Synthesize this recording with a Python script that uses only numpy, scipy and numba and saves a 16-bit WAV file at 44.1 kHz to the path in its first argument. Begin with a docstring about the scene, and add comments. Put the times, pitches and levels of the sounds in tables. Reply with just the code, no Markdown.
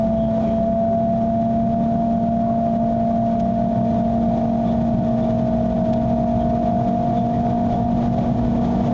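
"""Inside an accelerating electric train

The traction drive hums and whines, climbing slowly in pitch, over the hum of the transformer and the
broadband boom of the car body and roar of wheels and air. Trim panels rub, fittings tick faintly and
two track bumps heave the floor. A fast gain control ducks everything whenever the rumble swells."""
import sys
import numpy as np
from scipy import signal
from scipy.fft import rfft, irfft, next_fast_len
from scipy.io import wavfile
from scipy.ndimage import map_coordinates
from numba import njit

SR = 44100
rng = np.random.default_rng(int(sys.argv[2]) if len(sys.argv) > 2 else 0)


def to_wav(sig):
    """Store sig (one row per channel, or 1-D mono) as 16-bit WAV at the path in sys.argv[1].

    Samples outside -1..1 are clipped; the rate is SR.
    """
    pcm = np.clip(np.atleast_2d(sig), -1, 1) * 32767
    pcm = np.round(pcm).astype(np.int16)
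    wavfile.write(sys.argv[1], SR, pcm.T)  # frames by channels


N = 393813
t = np.arange(N) / SR


def amp(db):
    """Amplitude ratio of a level in decibels."""
    return 10 ** (np.asarray(db) / 20)


def unit(x):
    """Normalisation to rms 1."""
    return x / np.sqrt(np.mean(x ** 2) + 1e-20)


def curves(rows):
    """Linear interpolation in time: one curve for each column after the first."""
    times, *columns = np.transpose(rows)
    return [np.interp(t, times, column) for column in columns]


def wobble(rate):
    """Smooth random modulation: a spline through rate Gaussian values a second."""
    return map_coordinates(rng.standard_normal(4096), [t * rate + 2], mode="wrap")


def filtered(x, response):
    """Linear filtering: the spectrum of x times a frequency response."""
    size = next_fast_len(N + 8192)
    return irfft(rfft(x, size) * response(np.fft.rfftfreq(size, 1 / SR)), size)[:N]


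def noise(spectrum):
    """Spectral shaping of white noise by (f/Hz, relative level/dB) rows, scaled to rms 1."""
    f, db = np.transpose(spectrum)
    response = lambda hz: amp(np.interp(np.log(hz + 1), np.log(f), db))
    return unit(filtered(rng.standard_normal(N), response))


def tone(hz, waver_db=0, waver_rate=1):
    """Phase is the integral of frequency; vibration modulates the amplitude of a sine of rms 1."""
    phase = 2 * np.pi * (np.cumsum(hz * np.ones(N)) / SR + rng.random())
    return np.sqrt(2) * np.sin(phase) * amp(waver_db * wobble(waver_rate))


def bell(centre, half_width):
    """Gaussian envelope, down to 1/e one half-width from its centre."""
    return np.exp(-((t - centre) / half_width) ** 2)


def swells(rows):
    """Level change in dB: a sum of Gaussian rises and dips."""
    return sum(db * bell(centre, half_width) for centre, half_width, db in rows)


def pulses(rows):
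    """Amplitude envelope: a sum of Gaussian pulses with peak levels given in dB."""
    return sum(amp(db) * bell(centre, half_width) for centre, half_width, db in rows)


# Pitch of the drive: t/s, hum f/Hz, second tone f/Hz
DRIVE_PITCH = [(0, 221.9, 603.3), (1, 225.5, 612.4), (2.05, 229.0, 623.0), (2.9, 228.4, 630.0),
               (3.8, 229.0, 635.5), (5, 230.6, 641.6), (6, 232.3, 646.2), (7, 233.7, 651.0),
               (8, 235.4, 655.2), (8.93, 236.7, 659.1)]
# Strength of the hum, nearly constant: t/s, level/dB
HUM_LEVEL = [(0, -24), (.5, -21.5), (.85, -24.5), (1.55, -21), (3.6, -23), (4.2, -21), (7.1, -24),
             (8.93, -22.5)]
# Whine and second tone swell and fade on climbing through cabin resonances: t/s, level/dB
WHINE_LEVEL = [(0, -24), (.4, -23.5), (.77, -21), (1.79, -23.5), (3.1, -23.5), (4.2, -26.5), (4.8, -30.5),
               (5.6, -32.5), (6.7, -24), (7.7, -26), (8.55, -36), (8.93, -30.5)]
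SECOND_LEVEL = [(0, -41), (1.3, -38.5), (2.5, -31.5), (4.2, -30.5), (5.6, -26), (6.6, -27), (7.9, -34),
                (8.93, -32)]
# Weak orders, fading likewise: multiple of the hum pitch, relative level/dB at start, middle and end
WEAK_ORDERS = [(.836, -39, -34, -39), (1.882, -68, -52, -44), (2, -55, -45, -44), (2.476, -48, -52, -62),
               (3.3333, -47, -44, -56), (4, -56, -48, -48), (6, -66, -70, -74)]

def traction_drive():
    """Shaft orders keep fixed frequency ratios; an independent second tone beats with the whine."""
    hum_hz, second_hz = curves(DRIVE_PITCH)
    hum = amp(curves(HUM_LEVEL)[0]) * tone(hum_hz, waver_db=0.5, waver_rate=14)
    whine = amp(curves(WHINE_LEVEL)[0]) * tone(3 * hum_hz, waver_db=1, waver_rate=16)
    second = amp(curves(SECOND_LEVEL)[0]) * tone(second_hz)
    orders = np.zeros(N)
    for multiple, *levels in WEAK_ORDERS:
        level_db = np.interp(t, np.linspace(0, N / SR, len(levels)), levels)
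        orders += amp(level_db) * tone(multiple * hum_hz, waver_db=3, waver_rate=2.2)
    return hum + whine + second + amp(-1.5) * orders


# Deep hum of the transformer: t/s, level/dB
TRANSFORMER_LEVEL = [(0, -40.5), (.65, -37), (1.2, -50), (3.2, -46.5), (4.3, -36.5), (5.1, -47),
                     (5.55, -36), (6.5, -33), (7.05, -47.5), (7.7, -37), (8.93, -36)]
# Steady whistles of the on-board electrics: f/Hz, level/dB
WHISTLES = [(1485, -61), (1801, -67)]

def electrics(mains_hz=60):
    """Forced vibration: the transformer hums at mains frequency and its octave, under thin whistles."""
    hum = amp(curves(TRANSFORMER_LEVEL)[0]) * tone(mains_hz, waver_db=2.5, waver_rate=4.8)
    octave = amp(-40.5 + 0.55 * t) * tone(2 * mains_hz, waver_db=2.5, waver_rate=3)
    whistles = sum(amp(db) * tone(hz, waver_db=1.5, waver_rate=9) for hz, db in WHISTLES)
    return hum + octave + whistles


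# Spectral densities of body rumble, wheel roar and air hiss: f/Hz, relative level/dB
BODY_SPECTRUM = [(15, -27), (29, -12.5), (40, -14.5), (66, -8.5), (95, -8.5), (128, -1.5), (142, -3.5),
                 (172, -6), (191, 4), (208, -7), (250, -10.5), (300, -14), (380, -29.5), (700, -79.5)]
WHEEL_SPECTRUM = [(150, -9.5), (290, 13), (390, 5.5), (490, 8.5), (540, 6), (640, 11.5), (740, 9.5),
                  (830, 4.5), (930, 2), (980, -3), (1070, -8), (1190, -2), (1270, -17), (1700, -49)]
AIR_SPECTRUM = [(700, -17.5), (1250, 2), (1480, 4.5), (1600, -1.5), (1850, 1.5), (2150, -3.5), (2370, 0),
                (2620, -6), (3400, -2.5), (4600, -11), (5600, -11.5), (6850, -14.5), (7800, -31.5),
                (8800, -56.5)]
# Brief surges (+) and dips (-) of the roar and hiss: t/s, half-width/s, level change/dB
SURGES_AND_DIPS = [(.47, .11, 4.5), (.85, .1, -2), (4.38, .04, 3), (4.8, .13, 2), (5.31, 0.011, 5),
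                   (7.5, .025, 3.5), (7.74, .025, 3.5), (7.86, .05, -4.5), (8.0, 0.071, 2),
                   (8.21, 0.032, 4.2), (8.65, 0.026, 4.5), (8.86, 0.051, 3.5)]
# Booms of the swaying car body: t/s, half-width/s, level rise/dB
BODY_BOOMS = [(1.8, .3, 3.5), (4.97, .1, 4.5), (7.8, .2, 2.5), (8.35, 0.16, 4)]

def running_noise():
    """Broadband noise grows with speed; the track's quick shaking modulates roar and hiss together."""
    surge_db = swells(SURGES_AND_DIPS)
    shake_db = 0.86 * wobble(rate=32)
    rumble = amp(-27 + 0.39 * t + 0.26 * surge_db + swells(BODY_BOOMS)) * noise(BODY_SPECTRUM)
    roar = amp(-35.5 + 0.56 * t + surge_db + shake_db) * noise(WHEEL_SPECTRUM)
    flicker_db = 0.92 * wobble(rate=60)
    hiss = amp(-53.5 + 0.5145 * t + surge_db + shake_db + flicker_db) * noise(AIR_SPECTRUM)
    return rumble + roar + hiss


# Squeaks and groans of the trim panels: t/s, half-width/s, f/Hz, resonator bandwidth/Hz, level/dB
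PANEL_RUBS = [(0.233, .08, 3240, 450, -55), (0.483, .06, 2350, 350, -53), (0.498, .1, 427, 70, -39.5),
              (0.522, 0.083, 3180, 350, -57), (0.925, 0.052, 406, 59.6, -39),
              (1.837, 0.027, 3560, 280, -58.5), (2.491, .08, 1070, 220, -44),
              (4.693, 0.032, 3530, 301, -52), (5.237, 0.026, 3530, 250, -55),
              (5.952, 0.024, 3440, 452, -56), (6.42, 0.02, 3220, 326, -53.5),
              (7.194, .045, 3470, 260, -51.5), (7.352, 0.031, 1848, 230, -51),
              (7.477, 0.047, 413, 50.3, -36), (7.739, 0.021, 3420, 298, -50), (8.214, 0.045, 566, 60, -33)]

def trim_panels():
    """Friction excites resonance: each rub is a burst of noise passed twice through a narrow filter."""
    out = np.zeros(N)
    for centre, half_width, hz, bandwidth_hz, db in PANEL_RUBS:
        near = np.abs(t - centre) < 3 * half_width
        friction = rng.standard_normal(N)[near]
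        resonator = signal.iirpeak(hz, hz / bandwidth_hz, SR)
        chafe = signal.lfilter(*resonator, signal.lfilter(*resonator, friction))
        out[near] += amp(db) * bell(centre, half_width)[near] * unit(chafe)
    return out


# Ticks of the fittings: t/s, half-width/s, level/dB
FITTING_TICKS = [(3.402, 0.0081, -42), (5.9357, .006, -40)]
# Spectral density of a tick: f/Hz, relative level/dB
TICK_SPECTRUM = [(900, -5), (2000, 2), (3400, 2), (4700, -3.5), (6300, -4.5), (7300, -12.5), (8500, -38)]

def fittings():
    """Short transients have broad spectra: each tick is a brief pulse of bright noise."""
    return pulses(FITTING_TICKS) * noise(TICK_SPECTRUM)


# Jolts from bumps in the track: t/s, half-width/s, level/dB
TRACK_JOLTS = [(4.851, 0.021, -29.5), (7.732, 0.012, -24.5)]

def floor_jolts(resonance_hz=56):
    """Impulse excitation: a bump heaves the floor for a few cycles of its lowest resonance."""
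    return pulses(TRACK_JOLTS) * tone(resonance_hz, waver_db=0.5, waver_rate=19)


def scene():
    """Superposition of all sources at a window seat, in one channel."""
    return (traction_drive() + electrics() + running_noise() + trim_panels() + fittings()
            + floor_jolts())[None]


@njit
def peak_envelope(x, attack_samples, release_samples):
    """First-order smoothing of a rectified signal, with separate time constants for rise and fall."""
    level, out = 2 * np.mean(x), np.empty(len(x))
    for i in range(len(x)):
        level += (x[i] - level) / (attack_samples if x[i] > level else release_samples)
        out[i] = level
    return out


def gain_control(x, attack_s, release_s, strength):
    """Dynamic compression: peaks turn the gain down at once, and it recovers between them."""
    envelope = peak_envelope(np.abs(x), attack_s * SR, release_s * SR)
    return x * (np.median(envelope) / envelope) ** strength


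def record(dry):
    """Compression evens the level; an ideal low-pass filter limits the bandwidth."""
    levelled = gain_control(dry[0], attack_s=0.00039, release_s=0.057, strength=0.97)
    return filtered(levelled, lambda hz: hz < 8400)[None]


dry = scene()
out = record(dry)
to_wav(out)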